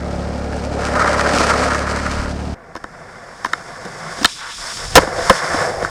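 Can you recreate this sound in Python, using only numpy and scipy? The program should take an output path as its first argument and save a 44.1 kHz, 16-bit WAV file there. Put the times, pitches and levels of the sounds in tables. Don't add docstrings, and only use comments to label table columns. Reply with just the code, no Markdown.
import sys
import numpy as np
from scipy import signal
from scipy.fft import rfft, irfft, next_fast_len
from scipy.io import wavfile
from scipy.ndimage import uniform_filter1d

SR = 44100
rng = np.random.default_rng(int(sys.argv[2]) if len(sys.argv) > 2 else 0)


def volts_from_decibels(level):
    exponent = np.asarray(level, float) / 20
    return 10 ** exponent


def digitize_waveform(pressure):
    field = np.atleast_2d(pressure).T
    bounded = np.clip(field, -1, 1)
    quanta = np.round(bounded * 32767).astype(np.int16)
    wavfile.write(sys.argv[1], SR, quanta)


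N = 260173
CUT_S = 2.545
TAKE_OFF_S, LANDING_S = 4.26, 4.955

# t/s, firing f/Hz
FIRING_RATE = [(0.15, 71.35), (1.62, 71.6), (2.45, 73.04)]
# multiple of the firing rate, relative level/dB
EXHAUST_TONES = [(0.5, -22), (1, 0), (1.5, -6.5), (2, -12.5), (2.5, -5), (3, -11), (3.5, -8), (4, -16),
                 (4.5, -23.5), (5, -14.5), (5.5, -27), (6, -26), (6.5, -16.5), (7, -33)]
# f/Hz, relative level per Hz/dB
CLATTER_COLOUR = [(65, -21), (110, -3.5), (188, 0.5), (386, -9), (455, -47), (700, -23), (896, -8),
                  (1380, -26), (2890, -27), (5250, -26.5), (7770, -48), (15000, -55)]
# t/s, deck level/dB, wheel level/dB, bearing level/dB
ASPHALT_LEVELS = [(0.0, -29, -37.5, -42.5), (0.7, -27.5, -37.5, -41), (0.78, -21.5, -31.5, -38),
                  (0.863, -25, -27, -33), (0.945, -23, -26, -33), (0.96, -20, -21.5, -29),
                  (1.05, -21.5, -18, -30.5), (1.11, -21, -20, -29.5), (1.29, -19, -22.5, -27.5),
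                  (1.42, -18.5, -21, -23.5), (1.5, -20.5, -21.5, -27.5), (1.6, -19, -22, -26),
                  (1.75, -25, -24.5, -30.5), (1.9, -27, -23, -32), (2.1, -29.5, -29, -34),
                  (2.22, -30.5, -28, -35.5), (2.32, -31, -38.5, -40.5), (2.54, -33.5, -41.5, -46.5)]
# t/s, deck level/dB, wheel level/dB, bearing level/dB
SLAB_LEVELS = [(2.55, -43, -46, -65.5), (2.8, -45.5, -45, -57), (3.05, -39.5, -39.5, -52.5),
               (3.3, -43, -39.5, -50), (3.45, -40, -38.5, -45.5), (3.73, -38.5, -36.5, -45),
               (3.9, -35, -34, -43.5), (4.085, -31.5, -29.5, -40), (4.2, -38, -34, -34.5),
               (4.3, -43, -32, -33.5), (4.45, -49.5, -31, -39), (4.66, -38, -30, -30.5),
               (4.94, -34, -31.5, -33), (5.0, -21.5, -22.5, -29.5), (5.114, -29.5, -30.5, -40),
               (5.18, -25, -27.5, -33.5), (5.285, -25.5, -21.5, -28.5), (5.38, -28.5, -22, -28.5),
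               (5.43, -28.5, -24, -33.5), (5.445, -24, -22, -32), (5.5, -25.5, -22, -31.5),
               (5.54, -23.5, -19, -29.5), (5.66, -21, -23.5, -32), (5.78, -27.5, -34, -40.5),
               (5.85, -25, -27.5, -36), (5.9, -35, -33.5, -42.5)]
DECK_ON_ASPHALT_PEAKS = [(262, 78, -5.5), (427.6, 50, -4.5), (502, 47, -2), (586.6, 50, 1.5), (703, 83, -4),
                         (805, 110, -7)]
WHEEL_ON_ASPHALT_PEAKS = [(1007, 180, -4), (1233, 110, -3.5), (1411, 172, -2)]
TRUCK_ON_ASPHALT_PEAKS = [(1575, 146, 8.5), (1868, 280, 7), (2150, 340, 1)]
SLAB_BOOM_PEAKS = [(109, 82, -7), (162.6, 23, 2), (222, 37, -4.5)]
DECK_ON_SLABS_PEAKS = [(364, 73, -0.5), (500, 56, 3.5), (600, 65, 2), (677.6, 45, 5.5), (790, 100, 1.5)]
WHEEL_ON_SLABS_PEAKS = [(900, 130, 1), (1130, 137, 2.5), (1450, 222, 4), (1757, 132, 1), (2023, 244, -1)]
AXLE_PEAKS = [(2350, 840, -6.5), (3240, 420, -5.5), (3530, 190, 1.5), (3945, 200, -0.5)]
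# f/Hz, width/Hz, relative level/dB
BEARING_RACE_PEAKS = [(5410, 520, 0)]
# f/Hz, width/Hz, relative level/dB
SKID_PEAKS = [(1270, 140, 2), (1420, 170, -1)]
# f/Hz, relative level per Hz/dB
BEARINGS_NIGHT_COLOUR = [(1350, -41), (2300, -5), (3110, -9), (3480, -11.5), (3770, -11), (4990, -7),
                         (7260, -14.5), (7990, -13.5), (9150, -18.5), (15500, -51.5)]
BEARINGS_DAY_COLOUR = [(3400, -46), (4400, -8), (4900, -5), (5250, -5), (5650, -10.5), (6300, -9),
                       (8500, -12.5), (10400, -20.5), (12800, -36), (15500, -39)]
# f/Hz, relative level per Hz/dB
TOWN_COLOUR = [(40, -13), (250, -2.5), (700, -11), (1800, -27), (2600, -26), (15500, -46)]
# f/Hz, relative level/dB, time to fall by 60 dB/s
BOARD_MODES = [(82, -7, 0.054), (190, -7, 0.061), (310, 2, 0.028), (520, -2, 0.033), (699, 0.5, 0.021),
               (920, 2.5, 0.015), (1038, 3.5, 0.016), (1310, -1.5, 0.019), (1520, 3, 0.016),
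               (1784, 3, 0.014), (2150, -10, 0.03), (2710, 1.5, 0.0086), (3083, -1, 0.016),
               (3700, 0, 0.018), (4200, -1.5, 0.012), (5200, 6, 0.0049), (6810, 5, 0.0029),
               (8700, 1.5, 0.0036), (13200, -17, 0.0067)]
# slab boom below deck/dB, axle below bearings/dB (not used in the air)
STAGE_OFFSETS = [(6, 6.5), (10, 0), (12, 7.5)]
EDGE_ON_TIMES = [4.13, 4.345, 4.564, 4.757, 4.9, 5.04]
# t/s, peak level/dB, chatter length/s, favoured f/Hz
BOARD_WHEEL_FOOT_KNOCKS = [(0.286, -26, 0.003, 720), (0.53, -20.5, 0.0035, 1800),
                           (0.89, -12.5, 0.0037, 540), (0.953, -7, 0.0074, 1420),
                           (1.043, -6.5, 0.004, 1280), (1.259, -7, 0.0077, 1460),
                           (1.335, -5.5, 0.0064, 310), (1.405, -3, 0.0024, 590), (1.745, -11, 0.0072, 1230),
                           (3.85, -20, 0.012, 190), (4.187, -23, 0.013, 310), (4.212, -14.5, 0.016, 310),
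                           (4.23, -12, 0.0053, 5200), (4.77, -18.5, 0.0028, 5200), (5.031, -9, 0.0081, 520),
                           (5.074, -11, 0.004, 630), (5.185, -12, 0.0091, 500), (5.443, -12, 0.0044, 1410),
                           (5.544, -7.5, 0.0044, 744), (5.823, -9, 0.0074, 520),
                           (5.847, -3.5, 0.0014, 1360)]
# deck share/dB, truck share/dB
KNOCK_SHARES_BY_PITCH = [(4, -5), (6, -9), (-5, -16), (-4, -2)]
# front wheels t/s, peak level/dB, back wheels t/s, peak level/dB, deck share/dB
SLAB_JOINTS = [(2.753, -13, 2.841, -12, 1.5), (3.4471, -4, 3.5334, -1, -4.5)]
# t/s, peak level/dB, truck share/dB, chatter length/s, favoured f/Hz
SLAM_CONTACTS = [(4.245, 4, 2, 0.0014, 3700), (4.248, 3.5, -4, 0.0029, 1520),
                 (4.2549, 3, 4.5, 0.0032, 3700), (4.954, 21, -7, 0.004, 870), (4.96, 10, 2.5, 0.008, 1330),
                 (4.970, 12, 0, 0.0057, 520), (4.976, 14.5, -20, 0.0043, 900),
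                 (4.983, 6.5, -8, 0.0058, 520), (5.2964, 11, -10, 0.0058, 1130),
                 (5.303, 0.5, -9, 0.0086, 520)]
# t/s, push level/dB, half length/s, flutter over push/dB
WIND_GUSTS = [(2.2, -28.5, 0.073, -30), (4.613, -46, .06, -15), (4.87, -29.5, .08, -10),
              (4.999, -33, 0.063, 8.5), (5.232, -36, 0.095, 1), (5.562, -47, .06, 14), (5.85, -41, 0.13, 6)]


def rms_one(x):
    return x / np.sqrt(np.mean(x ** 2) + 1e-20)


def in_time(rows):
    s, *columns = np.transpose(rows)
    return [np.interp(np.arange(N) / SR, s, column) for column in columns]


def drift(rate):
    r = np.exp(-2 * np.pi * rate / SR)
    noise = rng.standard_normal(N + SR)
    return rms_one(signal.lfilter([1], [1, -2 * r, r * r], noise)[SR:])


def coloured(x, spectrum):
    size = next_fast_len(N)
    hz, db = np.transpose(spectrum)
    grid = np.maximum(np.arange(size // 2 + 1) * SR / size, 1)
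    gain = volts_from_decibels(np.interp(np.log(grid), np.log(hz), db))
    return rms_one(irfft(rfft(x, size) * gain, size)[:N])


def resonant(x, peaks):
    out = 0
    for k, (hz, width_hz, db) in enumerate(peaks):
        r = np.exp(-np.pi * 1.5 * width_hz / SR)
        b = (1 - r * r) / 2 * np.array([1, 0, -1])
        a = [1, -2 * r * np.cos(2 * np.pi * hz / SR), r * r]
        twice = signal.lfilter(b, a, signal.lfilter(b, a, x))
        out = out + (-1) ** k * volts_from_decibels(db) * twice
    return rms_one(out)


def ring(x, hz, t60):
    r, w = volts_from_decibels(-60 / (t60 * SR)), 2 * np.pi * hz / SR
    return signal.lfilter([0, np.sin(w)], [1, -2 * r * np.cos(w), r * r], x + 1e-18)


def grit(per_s, spread_db, smooth, lumps_db):
    sizes = volts_from_decibels(spread_db * np.minimum(rng.exponential(1, N), 5)) * rng.choice([-1, 1], N)
    clicks = rms_one(sizes * (rng.random(N) < per_s / SR))
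    rub = smooth * rng.standard_normal(N)
    return (clicks + rub) * volts_from_decibels(lumps_db * drift(30))


def generator():
    cycles = np.cumsum(in_time(FIRING_RATE)[0]) / SR
    tones = 0
    for order, db in EXHAUST_TONES:
        phase = order * cycles + 0.1094 * order ** 2
        waver_db = 0.2 * order * drift(2.7)
        tones = tones + volts_from_decibels(db + waver_db) * np.cos(2 * np.pi * phase)
    throb = 1 + 0.78 * np.cos(np.pi * cycles)
    clatter = coloured(rng.standard_normal(N), CLATTER_COLOUR) * throb * volts_from_decibels(.5 * drift(20))
    return volts_from_decibels(-24.5) * rms_one(tones) + volts_from_decibels(-36) * clatter


def asphalt_roll():
    deck_db, wheel_db, bearing_db = in_time(ASPHALT_LEVELS)
    t = np.arange(N) / SR
    truck_lag_s, truck_under_wheel_db, truck_fades_db_per_s = 0.024, 6, 0.5
    late_wheel_db = np.interp(t - truck_lag_s, t, wheel_db)
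    truck_db = late_wheel_db - truck_under_wheel_db - truck_fades_db_per_s * (t - 1)
    near = np.clip((wheel_db + 42) / 18, .2, 1)
    front = grit(per_s=3000., spread_db=4.5, smooth=0.65, lumps_db=2.66 * near)
    back = grit(per_s=3500., spread_db=4.5, smooth=0.94, lumps_db=0.79 * near)
    chips = grit(per_s=150., spread_db=4.5, smooth=0.1, lumps_db=2.0)
    hiss = coloured(front + back + 0.67 * chips, BEARINGS_NIGHT_COLOUR) * volts_from_decibels(1.54 * drift(13.4))
    return (volts_from_decibels(deck_db) * resonant(back, DECK_ON_ASPHALT_PEAKS)
            + volts_from_decibels(wheel_db) * resonant(front + 0.5 * back, WHEEL_ON_ASPHALT_PEAKS)
            + volts_from_decibels(truck_db) * resonant(front + 0.6 * back, TRUCK_ON_ASPHALT_PEAKS)
            + volts_from_decibels(bearing_db) * hiss
            + skid(back))


def skid(stones):
    start_s, rise_s, length_s, level_db = 0.96, 0.0018, .1, -17
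    since = np.maximum(np.arange(N) / SR - start_s, 0)
    envelope = (1 - np.exp(-since / rise_s)) * np.exp(-(since / length_s) ** 6)
    return volts_from_decibels(level_db) * envelope * resonant(stones, SKID_PEAKS)


def wind():
    calm_night_db, calm_day_db, flutter_over_calm_db = -38.5, -52, -1.5
    t = np.arange(N) / SR
    calm = volts_from_decibels(np.where(t < CUT_S, calm_night_db, calm_day_db))
    push_level = calm
    flutter_level = volts_from_decibels(flutter_over_calm_db) * calm * (t >= CUT_S)
    for s, db, half_s, flutter_db in WIND_GUSTS:
        gust = volts_from_decibels(db) * np.exp(-((t - s) / half_s) ** 2)
        push_level = push_level + gust
        flutter_level = flutter_level + volts_from_decibels(flutter_db) * gust
    lumps = rng.standard_normal(N) * volts_from_decibels(1.0 * drift(6.8))

    def band(low_hz, high_hz):
        x = signal.sosfilt(signal.butter(2, [low_hz, high_hz], "band", fs=SR, output="sos"), lumps)
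        return rms_one(x / uniform_filter1d(x ** 2, size=SR // 16) ** .25)

    return push_level * band(24, 51) + flutter_level * band(55, 99)


def contacts():
    rows = []
    for s, db, length_s, hz in BOARD_WHEEL_FOOT_KNOCKS:
        deck_db, truck_db = KNOCK_SHARES_BY_PITCH[np.digitize(hz, [400, 850, 2500])]
        rows.append((s, db, deck_db, truck_db, length_s, hz))
    for s, db, truck_db, length_s, hz in SLAM_CONTACTS:
        deck_db = -1 - 6 * np.log2(hz / 1000)
        rows.append((s, db, deck_db, truck_db, length_s, hz))
    front_hz, back_hz, snap_hz = 1050, 1260, 5200
    lip_s, lip_db, lip_truck_db = 0.00163, -11, -7
    joint_truck_db, joint_chatter_s = -11, 0.0018
    bounce_s, bounce_loss_db, bounce_chatter_s = 0.0092, 6.5, 0.006
    for front_s, front_db, back_s, back_db, deck_db in SLAB_JOINTS:
        for s, db, hz in (front_s, front_db, front_hz), (back_s, back_db, back_hz):
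            rows.append((s - lip_s, db + lip_db, deck_db, lip_truck_db, lip_s, snap_hz))
            rows.append((s, db, deck_db, joint_truck_db, joint_chatter_s, hz))
        for k in (1, 2):
            rows.append((front_s + k * bounce_s, front_db - k * bounce_loss_db, deck_db,
                         joint_truck_db, bounce_chatter_s, snap_hz))
    return rows


def blows():
    crack_db, heavy_db = -9, 7.5
    span = np.arange(round(.12 * SR)) / SR
    out = np.zeros(N + len(span))
    for s, db, deck_db, truck_db, length_s, pitch_hz in contacts():
        noise = rng.standard_normal(len(span))
        chatter = noise * (1 - np.exp(-span / 0.00051)) * np.exp(-(span / length_s) ** 2)
        chatter[round(.0006 * SR)] += 6.
        blow = volts_from_decibels(truck_db + crack_db) * np.diff(chatter, n=2, prepend=[0, 0])
        for k, (hz, mode_db, t60) in enumerate(BOARD_MODES):
            share_db = deck_db if hz < 850 else 0 if hz < 2500 else truck_db
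            if hz < min(250, .8 * pitch_hz):
                share_db += 0.51 * min(db - heavy_db, 0)
            if hz < 400 and db > 0:
                share_db -= 5
            share_db += 7 * np.exp(-(np.log(hz / pitch_hz) / 0.16) ** 2)
            blow = blow + (-1) ** k * volts_from_decibels(mode_db + share_db) * ring(chatter, hz, t60)
        start = round(s * SR)
        out[start:start + len(span)] += volts_from_decibels(db) * blow / np.abs(blow).max()
    return out[:N]


def slab_roll():
    deck_db, wheel_db, bearing_db = in_time(SLAB_LEVELS)
    t = np.arange(N) / SR
    stage = np.digitize(t, [TAKE_OFF_S, LANDING_S])
    in_air = stage == 1
    boom_under_db, axle_under_db = np.array(STAGE_OFFSETS)[stage].T
    turn = np.pi * np.interp(t, EDGE_ON_TIMES, np.arange(len(EDGE_ON_TIMES)))
    edge_on_db, edge_fills_db_per_s, flip_sharpness = -18, 17, 0.94
    edge_floor = volts_from_decibels(edge_on_db + edge_fills_db_per_s * (t - TAKE_OFF_S))
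    flip = np.maximum(np.abs(np.sin(turn)) ** flip_sharpness, edge_floor)
    facing = np.where(in_air, flip, 1)
    axle_in_air_db, axle_swing_db = -38, 2
    axle_db = np.where(in_air, axle_in_air_db - axle_swing_db * np.cos(4 * turn), bearing_db - axle_under_db)
    ground = grit(per_s=3000., spread_db=0.0, smooth=0.73, lumps_db=1.5)
    balls = grit(per_s=5000., spread_db=2.5, smooth=1.4, lumps_db=.6)
    return (volts_from_decibels(deck_db - boom_under_db) * resonant(ground, SLAB_BOOM_PEAKS)
            + volts_from_decibels(deck_db) * facing * resonant(ground, DECK_ON_SLABS_PEAKS)
            + volts_from_decibels(wheel_db) * facing * resonant(ground, WHEEL_ON_SLABS_PEAKS)
            + volts_from_decibels(bearing_db) * coloured(balls + 0.37 * ground, BEARINGS_DAY_COLOUR)
            + volts_from_decibels(bearing_db - 11) * resonant(balls, BEARING_RACE_PEAKS)
            + volts_from_decibels(axle_db + drift(14)) * resonant(balls, AXLE_PEAKS))


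def town():
    return volts_from_decibels(-52) * coloured(rng.standard_normal(N), TOWN_COLOUR)


def scene():
    day = np.clip((np.arange(N) / SR - CUT_S) / 0.00175, 0, 1)
    night_sounds = generator() + asphalt_roll()
    day_sounds = slab_roll() + town()
    mono = (1 - day) * night_sounds + day * day_sounds + blows() + wind()
    return np.array([mono, mono])


def band_limit(x):
    return signal.sosfilt(signal.butter(12, 15640, fs=SR, output="sos"), x)


def record(dry):
    flat_topped = np.clip(dry, -.93, .98)
    coupling = signal.butter(1, 14, "high", fs=SR, output="sos")
    sagging = signal.sosfilt(coupling, flat_topped)
    apart = volts_from_decibels(-34.5) * np.diff(sagging[0], prepend=0) * drift(300)
    mix = sagging + apart * np.array([[1], [-1]])
    return band_limit(mix)


dry = scene()
out = record(dry)
digitize_waveform(out)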